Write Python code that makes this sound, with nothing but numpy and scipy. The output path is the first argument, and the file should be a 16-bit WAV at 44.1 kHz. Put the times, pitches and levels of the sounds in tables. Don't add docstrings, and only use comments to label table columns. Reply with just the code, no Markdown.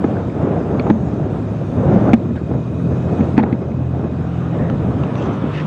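import sys
import numpy as np
from scipy import signal
from scipy.fft import rfft, irfft, next_fast_len
from scipy.io import wavfile
from scipy.ndimage import uniform_filter1d, map_coordinates

SR = 44100
rng = np.random.default_rng(int(sys.argv[2]) if len(sys.argv) > 2 else 0)


def store_wav(level_fs):
    pcm = np.round(np.clip(np.atleast_2d(level_fs), -1, 1) * 32767)
    wavfile.write(sys.argv[1], SR, pcm.T.astype(np.int16))


def linear_from_db(decibels):
    return 10 ** (np.asarray(decibels, float) / 20)


N = 249606


def unit(x):
    return x / np.sqrt(np.mean(x ** 2) + 1e-20)


def along(points, hz):
    f, v = np.transpose(points)
    return np.interp(np.log(hz + 1), np.log(f + 1), v)


def curves(rows):
    s, *cols = np.transpose(rows)
    return [np.interp(np.arange(N) / SR, s, c) for c in cols]


def wobble(rate):
    knots = rng.standard_normal(int(N * rate / SR) + 4)
    return map_coordinates(knots, [np.arange(N) * rate / SR])


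def swell(s, before, after):
    t = np.arange(N) / SR - s
    return np.where(t < 0, t / before, t / after)


def filtered(x, response):
    m = next_fast_len(len(x) + 8192)
    return irfft(rfft(x, m) * response(np.fft.rfftfreq(m, 1 / SR)), m)[:len(x)]


def body(modes):
    def response(f):
        total = 0
        for k, (hz, width, db) in enumerate(modes):
            total = total + (-1) ** k * linear_from_db(db) * 1j * f * width / (hz * hz - f * f + 1j * f * width)
        return total
    return response


def rush(colour_db, patchy_db):
    z = signal.stft(rng.standard_normal(N), nperseg=512)[2]
    field = uniform_filter1d(rng.standard_normal(z.shape), 5, 0)
    field = uniform_filter1d(field, 10, 1)
    x = signal.istft(z * linear_from_db(patchy_db * unit(field)), nperseg=512)[1][:N]
    return unit(filtered(x, lambda hz: linear_from_db(colour_db(hz))))


def burst(events, modes):
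    x, t = np.zeros(N + SR), np.arange(SR // 4) / SR
    for s, db, t60 in events:
        rattle = linear_from_db(-60 * t / t60) * rng.standard_normal(len(t))
        blow = 2.5 * np.exp(-t / .00006)
        x[round(s * SR):][:len(t)] += linear_from_db(db) * (rattle - blow)
    return filtered(x, body(modes))[:N]


# peak in seconds, buffet in dB, half length in seconds, flutter under the buffet in dB.
GUSTS = [(0, -24, 0.047, -5.5), (.12, -21.5, 0.088, -3.5), (0.287, -28, 0.049, -6.5),
         (0.425, -17, 0.051, -4.5), (0.546, -21.5, 0.062, -0.5), (0.798, -17, 0.13, -6),
         (1.125, -21, 0.14, -9.5), (1.315, -23.5, 0.13, -7), (1.56, -22.5, 0.086, -10.5),
         (1.77, -17.5, 0.07, -13.5), (1.929, -12.5, 0.097, -5), (2.031, -16.5, 0.028, -4),
         (2.089, -15.5, 0.035, -5), (2.243, -17.5, 0.064, -18), (2.415, -22, 0.012, -8.5),
         (2.527, -18, 0.027, -7.5), (2.92, -18.5, 0.087, -12), (3.109, -19, 0.037, -6),
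         (3.225, -17.5, 0.067, -9), (3.439, -20.5, 0.065, -6), (3.702, -30.5, 0.2, -1),
         (4.006, -24.5, 0.076, -5.5), (4.19, -23, 0.023, -14), (4.607, -18, 0.065, -7.5),
         (4.75, -21.5, 0.072, -9.5), (4.878, -19.5, .05, -6.5), (5.018, -18.5, 0.057, -7),
         (5.248, -22.5, 0.1, -3.5), (5.437, -21.5, 0.037, -7.5), (5.573, -27, 0.089, -4)]
# frequency in Hz, level in dB per Hz.
BUFFET = [(15, -68.5), (25, -37.5), (70, -6), (123, -2), (189, -2), (214, -4), (295, -6.5), (454, -17),
          (530, -17.5), (617, -18.5), (700, -24.5), (910, -48.5), (1540, -120)]
# frequency in Hz, level in dB per Hz.
FLUTTER = [(120, -36.5), (250, -4.5), (400, -1.5), (700, -7), (1000, -16.5), (1500, -23.5), (2200, -35.5),
           (3500, -46.5), (6000, -75.5), (10000, -125)]


def wind():
    calm_db, flutter_calm_db = -22.5, -36.5
    low_power, high_power = linear_from_db(2 * calm_db), linear_from_db(2 * flutter_calm_db)
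    for s, db, half, flutter_db in GUSTS:
        shape = np.exp(-swell(s, half, 1.305 * half) ** 2)
        low_power = low_power + linear_from_db(2 * db) * shape
        high_power = high_power + linear_from_db(2 * (db + flutter_db)) * shape
    eddies = 0.72 * wobble(15) + 1.09 * wobble(45)
    low_lumps = linear_from_db(eddies + 0.43 * wobble(22))
    high_lumps = linear_from_db(0.53 * eddies + 1.2 * wobble(70) + 1.2 * wobble(20))
    buffet = unit(low_lumps * rush(lambda hz: along(BUFFET, hz), patchy_db=0.52))
    flutter = unit(high_lumps * rush(lambda hz: along(FLUTTER, hz), patchy_db=0.67))
    return linear_from_db(-1.0) * np.sqrt(low_power) * buffet + np.sqrt(high_power) * flutter


# nearest in seconds, tyre level in dB, seconds of coming, seconds of going.
PASSES = [
    (0.101, -54.5, .5, 0.89),
    (2.0, -52.5, 0.32, 0.12),
    (3.25, -52.5, 0.32, 0.12),
    (4.4, -53, 0.15, .3),
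    (5.352, -47, 0.29, 0.9),
]
# time in seconds, level in dB.
FAR = [(0, -61), (1.6, -61), (2.0, -57), (2.3, -63.5), (3.25, -58), (3.5, -64), (3.85, -64.5), (4.4, -62),
       (5.0, -61), (5.66, -60.5)]
# frequency in Hz, level in dB per Hz.
TYRES = [(500, -23.5), (900, 4.5), (1300, 3.5), (1800, -6.5), (2400, -10.5), (3000, -12.5), (3700, -18.5),
         (4100, -25.5), (6000, -43), (10000, -110)]
# frequency in Hz, level in dB per Hz.
AIR = [(2000, -19), (3500, -2.5), (4500, -4.5), (5500, -6), (6500, -5.5), (7500, -9), (8700, -10.5),
       (10000, -15), (11500, -19), (13500, -44.5)]
# centre in Hz, width in Hz, lift in dB.
PORT = [(2500, 90, 2.5), (3700, 200, 3), (5040, 120, 3), (6500, 500, 3)]


def road():
    def lift(hz):
        return sum(db / (1 + ((hz - centre) / width) ** 2) for centre, width, db in PORT)

    power = sum(linear_from_db(2 * db) / (1 + swell(s, coming, going) ** 2) for s, db, coming, going in PASSES)
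    near_db = 10 * np.log10(power) + 12 + 0.49 * wobble(5)
    far_db, = curves(FAR)
    near = linear_from_db(near_db) * rush(lambda hz: along(TYRES, hz) + lift(hz), patchy_db=1.5)
    far = linear_from_db(far_db + 2.0) * rush(lambda hz: along(AIR, hz) + lift(hz), patchy_db=2.0)
    return near + far


# time in seconds, shaft speed in Hz, effort in dB.
FIRST = [(0, 29.3, -31), (.8, 31.5, -30.5), (1.4, 35, -27), (2, 39.03, -22.5), (2.5, 41.02, -27),
         (2.9, 42.53, -23.5), (3.3, 43.62, -24.5), (3.6, 43.57, -28), (3.9, 42.8, -19.5),
         (4.05, 42.36, -27.5), (4.3, 42.06, -24.5), (4.6, 41.3, -23.5), (4.8, 39.35, -22.5),
         (5.0, 38.44, -28.5), (5.66, 35.1, -36)]
# time in seconds, shaft speed in Hz, effort in dB.
SECOND = [
    (4.45, 39.65, -61),
    (4.65, 42.04, -29.5),
    (4.85, 45.17, -23.5),
    (4.97, 47.9, -25),
    (5.2, 48.53, -31),
    (5.45, 49.48, -26),
    (5.66, 50.6, -21),
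]
# multiple, level in dB, swing in dB, period in seconds, time of a crest in seconds.
ORDER = [(2, -3, 3, 0.87, 3.245), (3, 0.5, 0.5, 0.51, 3.94), (4, -4.5, 4.5, 1.6, 2.9)]


def engine(rows):
    pipe_hz, pipe_width_hz = 42.8, 3.6
    shaft_hz, effort_db = curves(rows)
    t = np.arange(N) / SR
    turn = 2 * np.pi * np.cumsum(shaft_hz * (1 + .003 * wobble(6))) / SR
    pipe = 1 / np.sqrt(1 + ((shaft_hz - pipe_hz) / pipe_width_hz) ** 2)
    out = np.zeros(N)
    for k, db, swing, period, crest in ORDER:
        echo_db = swing * np.cos(2 * np.pi * (t - crest) / period)
        tone = np.sqrt(2) * linear_from_db(effort_db + db + echo_db) * np.sin(round(k) * turn)
        out += tone if round(k) % 2 else tone * pipe
    return out


# time in seconds, pitch in Hz, level in dB.
WHINE = [(0, 2500, -66), (1.2, 2500, -64), (2.2, 2500, -61), (2.65, 2530, -57.5), (3.2, 2580, -56),
         (3.5, 2570, -62), (4.0, 2560, -60), (4.5, 2570, -61), (5.0, 2590, -63), (5.66, 2600, -63)]


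def whine():
    hz, db = curves(WHINE)
    turn = 2 * np.pi * np.cumsum(hz) / SR

    def band(k):
        spread_hz = 160 * k
        return wobble(spread_hz) * np.sin(k * turn) + wobble(spread_hz) * np.cos(k * turn)

    return linear_from_db(db) * (unit(band(0.98)) + linear_from_db(-8) * unit(band(3 / 2)))


# start in seconds, shell level in dB, button level in dB, time to die by 60 dB in
# seconds, brightness in dB.
RATTLES = [(.041, -7, -28.5, .04, -2), (.297, -32, -33.5, .05, 1), (.796, -13, -21, .031, 4.5),
           (.866, -11.5, -37, 0.11, -0.5), (.8996, -11.5, -30, 0.026, 0), (.902, -15, -29, .03, -8),
           (.9086, -32, -38, .027, -2), (2.133, -13, -21, 0.03, -1), (2.1339, -20, -30, .04, 1),
           (2.1365, -19, -16.5, .02, -1), (2.1384, -22, -17.5, .03, 0), (2.355, -30, -41, 0.1, 0),
           (2.513, -22, -43, 0.035, -3), (3.092, -22, -45, .03, -3), (3.191, -20.5, -45, 0.033, -2),
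           (3.207, -27, -31, .033, 0), (3.369, -51, -27, .04, 0.5), (3.3777, -15, -13.5, 0.026, -3),
           (3.387, -15.5, -23, 0.044, -2.5), (3.396, -14, -28, 0.05, -5), (3.429, -17, -28, 0.045, -2),
           (3.435, -11, -29.5, 0.03, -4), (3.5261, -33, -29, .035, 4), (2.578, -27, -50, .025, 0),
           (3.949, -22, -49, 0.028, 1), (3.618, -21, -48, 0.022, -2), (3.717, -30, -41, .028, -3),
           (3.995, -20.5, -49, 0.037, 1), (5.284, -19, -46, 0.029, 0), (5.441, -21, -47, 0.026, 0)]
# frequency in Hz, width in Hz, level in dB.
SHELL = [(340, 79, 5.5), (486, 80, -3.5), (638, 170, -8), (814, 100, 3.5), (1240, 210, -11.5)]
# frequency in Hz, width in Hz, level in dB.
CLICK = [(1440, 290, -0.5), (1850, 250, -0.5), (2215, 270, 1.5), (2570, 290, -5.5), (3400, 250, -13),
         (4390, 120, -12.5)]


def rattles():
    shell = burst([(s, db + 15, t60) for s, db, _, t60, _ in RATTLES], SHELL)
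    click = np.zeros(N)
    for lean, modes in ((-1, CLICK[:2]), (0, CLICK[2:4]), (1, CLICK[4:])):
        click += burst([(s, db + 9 + lean * bright, t60) for s, _, db, t60, bright in RATTLES], modes)
    click = filtered(click, lambda hz: 1 / (1 + 1j * hz / 3600 - (hz / 5000) ** 2) ** 1.9)
    return filtered(shell, lambda hz: 1 / (1 + 1j * hz / 1500) ** 2) + click


# middle in seconds, half length in
# seconds, level in dB, pitch in Hz, width in Hz.
RUBS = [(.17, .015, -38, 1500, 280), (2.094, .004, -33, 1400, 450), (2.378, .025, -40, 1560, 380),
        (2.364, .006, -48.5, 2900, 1200), (2.8, 0.01, -40, 1340, 500), (.112, .008, -51, 3400, 500),
        (.251, .004, -51, 3700, 250), (5.2, .04, -46, 2670, 250), (5.22, .035, -48, 3150, 500),
        (5.18, 0.022, -56, 5900, 700), (5.245, 0.033, -57, 5950, 500), (5.22, .025, -60, 6370, 200),
        (5.235, .03, -60, 7300, 500), (5.335, .02, -59, 6000, 400), (5.375, .015, -63, 5950, 300),
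        (5.34, .015, -52, 2600, 250), (5.42, .015, -53, 3400, 300), (5.503, .008, -44, 2400, 300),
        (5.63, 0.013, -50, 3340, 500), (5.615, 0.011, -46, 2000, 400), (5.545, 0.014, -41, 2600, 350),
        (5.562, 0.011, -36, 1950, 300), (5.585, .012, -33, 1850, 280), (5.602, .01, -37.5, 1900, 280),
        (5.575, .014, -39, 2830, 300), (5.597, .012, -40, 2600, 330), (5.575, .03, -54, 3900, 700),
        (5.57, .02, -57, 4560, 300), (5.58, .04, -63, 5700, 700), (1.865, 0.04, -15, 150.5, 40),
        (3.397, .012, -33.5, 1800, 720), (3.4335, .003, -44, 3700, 500), (3.434, .008, -32, 1340, 690),
        (5.225, .05, -53, 4000, 4000), (5.34, .025, -58, 5500, 4000), (5.57, 0.045, -39, 2600, 1400),
        (5.58, .045, -57, 5000, 2300), (4.62, .1, -45, 1800, 350),
        (.9035, .003, -38, 3500, 450), (.904, 0.006, -31.5, 1950, 290), (.799, 0.0035, -38, 2460, 300),
          (3.53, .005, -34, 2130, 340), (.903, .005, -24, 1040, 850), (4.35, 0.17, -39.5, 757, 110),
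          (2.1343, .0012, -24, 2350, 800), (2.1385, .002, -21, 2200, 800), (2.137, .004, -38, 5500, 2500),
          (3.394, .009, -19, 850, 200), (3.38, .0025, -22, 2150, 600), (.7975, .002, -41, 4350, 500),
          (.9035, .003, -38, 3500, 450), (.044, .003, -18, 900, 250), (4.62, .1, -45, 1800, 350)]


def rubs():
    out, rough, span = np.zeros(N), linear_from_db(3 * wobble(160)), SR // 2
    for s, half, db, hz, width in RUBS:
        start = int(np.clip(s * SR - span / 2, 0, N - span))
        grit = rough[start:start + span] * rng.standard_normal(span)
        t = (start + np.arange(span)) / SR
        ring = body([(hz, abs(width) + 1, 0)])
        stroke = unit(filtered(grit, lambda f: ring(f) ** 2))
        out[start:start + span] += linear_from_db(db) * np.exp(-((t - s) / half) ** 2) * stroke
    return filtered(out, lambda hz: 1 / np.sqrt(1 + (hz / 7600) ** 12))


# start in seconds, level in dB, time to die by 60 dB in
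# seconds, pitch in Hz.
THUMPS = [(0.0454, -1.5, 0.057, 235), (0.8996, 3, .03, 285), (0.9089, 8.5, 0.02, 255),
          (.9136, -7.5, 0.3, 221), (3.3796, 7.5, .038, 255), (2.1342, 6, .1, 229),
          (2.1325, -0.5, 0.019, 480), (2.356, -16.5, 0.068, 229), (3.207, 1, 0.047, 221),
          (3.342, -4.5, 0.03, 229), (3.373, -4.5, .04, 150), (3.397, -5.5, 0.22, 220.7),
          (3.435, -4, .05, 221), (3.5276, 2, 0.023, 233), (3.717, -14, 0.028, 226), (4.609, -1.5, .06, 130),
          (4.738, -6.5, 0.096, 141), (4.885, -7.5, 0.09, 140), (5.441, -6, 0.058, 228)]


def thumps():
    out, t = np.zeros(N + SR), np.arange(SR // 4) / SR
    for s, db, t60, hz in THUMPS:
        onset = 1 - np.exp(-t / 0.00087)
        out[round(s * SR):][:len(t)] -= linear_from_db(db - 60 * t / t60) * onset * np.sin(2 * np.pi * hz * t)
    return out[:N]


# peak in seconds, level in dB, push 1 or pull -1, pitch in Hz.
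PUFFS = [(0.1039, -13, 1, 200.0), (0.1573, -9, -1, 180.0), (0.2865, -9.5, 1, 150.0),
         (0.4353, -8.5, -1, 120.0), (0.4486, -5, -1, 240.0), (0.5106, -9, 1, 140.0),
         (0.5623, -13, -1, 160.0), (0.5806, -10.5, -1, 320.0), (0.702, -10, 1, 190.0),
         (0.7864, -8, -1, 130.0), (0.8026, -8, -1, 190.0), (1.0098, -5, 1, 140.0), (1.0691, -13, 1, 150.0),
         (1.1387, -5.5, 1, 200.0), (1.2498, -10, 1, 160.0), (1.7735, -8, -1, 120.0),
         (1.8133, -11, -1, 130.0), (1.8695, -4, -1, 150.0), (1.8936, -4.9, 1, 211), (1.908, -6, 1, 170.0),
         (1.9328, -4, -1, 160.0), (1.9446, -3, 1, 210.0), (1.965, 2, -1, 180.0), (1.996, -5.5, 1, 200.0),
         (2.0244, -5, 1, 230.0), (2.0546, -7, -1, 180.0), (2.0874, -7, 1, 180.0), (2.2177, -7, -1, 131),
         (2.26, -3.5, -1, 140.0), (2.4149, -8, -1, 240.0), (2.5152, -7.7, 1, 260.0),
         (2.5512, -9, -1, 150.0), (2.86, -10.0, -1, 200.0), (2.9295, -9.6, -1, 120.0), (3.07, -10, -1, 161),
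         (3.1206, -11, 1, 140.0), (3.1402, -5, 1, 220.0), (3.1937, -9, -1, 130.0), (3.253, -7.9, -1, 150.0),
         (4.0005, -12, -1, 170.0), (4.1806, -8.8, 1, 160.0), (4.2125, -7, 1, 161), (4.8178, -7.5, 1, 140.0),
         (4.9394, -8, 1, 150.0), (5.0022, -9.4, -1, 170.0), (5.1604, -10, -1, 170.0),
         (5.2452, -9, 1, 120.0), (5.422, -7, 1, 140.0)]


def puffs():
    fade, rounding = 2.5, .06
    out, t = np.zeros(N + SR), (np.arange(SR // 10) - SR // 20) / SR
    for s, db, push, hz in PUFFS:
        envelope = np.exp(-fade * (np.hypot(hz * t, rounding) - rounding))
        shape = np.cos(2 * np.pi * hz * t) * envelope
        out[round(s * SR):][:len(t)] += np.sign(push) * linear_from_db(db - 1) * shape
    return filtered(out[SR // 20:][:N], lambda hz: hz ** 2 / (hz ** 2 + 55 ** 2))


# start in seconds, end in seconds, start pitch in Hz, end pitch in Hz, level in dB.
SQUEAL = [
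    (.14, .27, 1290, 1280, -46),
    (.33, .42, 1280, 1265, -43),
]
BIRD = [
    (.67, .815, 6450, 6630, -65),
    (.815, .905, 6700, 6850, -64),
    (.85, .99, 6330, 6430, -63),
    (.86, .97, 6600, 6620, -67),
    (.98, 1.07, 6660, 6770, -67),
    (1.05, 1.095, 6760, 6800, -61),
]


def whistle(rows):
    t, out = np.arange(N) / SR, 0
    for start, end, start_hz, end_hz, db in rows:
        u = np.clip((t - start) / (end - start), 0, 1)
        hz = start_hz + (end_hz - start_hz) * u + 18 * wobble(45)
        level = linear_from_db(db + 2 + 3 * wobble(45)) * np.sqrt(np.abs(np.sin(np.pi * u)))
        out = out + level * np.sin(2 * np.pi * np.cumsum(hz) / SR)
    return out


# start in seconds, level in dB, time to die by 60 dB in seconds, dull part in dB.
TICKS = [
    (4.699, -26.5, .022, 2.5),
    (5.036, -25, 0.0088, -3),
    (5.155, -24, .016, -15),
]
# frequency in Hz, width in Hz, level in dB.
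TICK = [(700, 430, 9), (1480, 1000, 1), (2680, 340, -2), (4050, 1400, -15.5), (6060, 930, -17)]


def ticks():
    dull = burst([(s, db + low, t60) for s, db, t60, low in TICKS], TICK[:2])
    bright = burst([row[:3] for row in TICKS], TICK[2:])
    return linear_from_db(12.0) * filtered(dull + bright, lambda hz: 1 / (1 + 1j * hz / 7000) ** 3)


def scene():
    air_and_cars = wind() + road() + engine(FIRST) + engine(SECOND) + whine()
    handling = rattles() + rubs() + thumps() + puffs() + ticks()
    return (air_and_cars + handling + whistle(SQUEAL) + whistle(BIRD))[None]


def starved(x):
    lead, height = 2048 - 97, 16
    frame = dict(window="cosine", nperseg=2048, noverlap=1024)
    hz, _, z = signal.stft(np.pad(x, (lead, 4096), "reflect"), SR, **frame)
    band = np.arange(len(hz)) // height
    power = np.abs(z) ** 2
    band_power = np.add.reduceat(power, np.arange(0, len(hz), height), axis=0) / height
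    level_db = 10 * np.log10(band_power + 1e-16)
    level_db = (level_db + 4 * rng.standard_normal(level_db.shape))[band]
    loud = np.sqrt(np.sum(power, axis=0))
    held = np.maximum(loud, np.roll(loud, 1))
    bass_safe_db = 45 / (1 + (hz[::height][band, None] / 7000) ** 20)
    bar_db = -95 + 75 * np.clip(held - .11, 0, .2) - bass_safe_db
    return signal.istft(z * (level_db > bar_db), SR, **frame)[1][lead:][:N]


def band_limit(x):
    return signal.sosfilt(signal.butter(12, 15600, fs=SR, output="sos"), x)


def record(dry):
    x = filtered(dry[0], lambda hz: (1j * hz / (35 + 1j * hz)) ** 2)
    over = np.clip(uniform_filter1d(np.abs(x), 400) - .35, 0, None)
    back = np.exp(-1 / (.09 * SR))
    late = np.pad(over, (500, 0))[:N]
    duck_db = 40 * signal.lfilter([1 - back], [1, -back], late)
    clipped = np.clip(x * linear_from_db(-duck_db), -1.02, 1.02)
    mix = np.clip(starved(clipped), -.99, .99)
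    return band_limit(mix[None])


dry = scene()
out = record(dry)
store_wav(out)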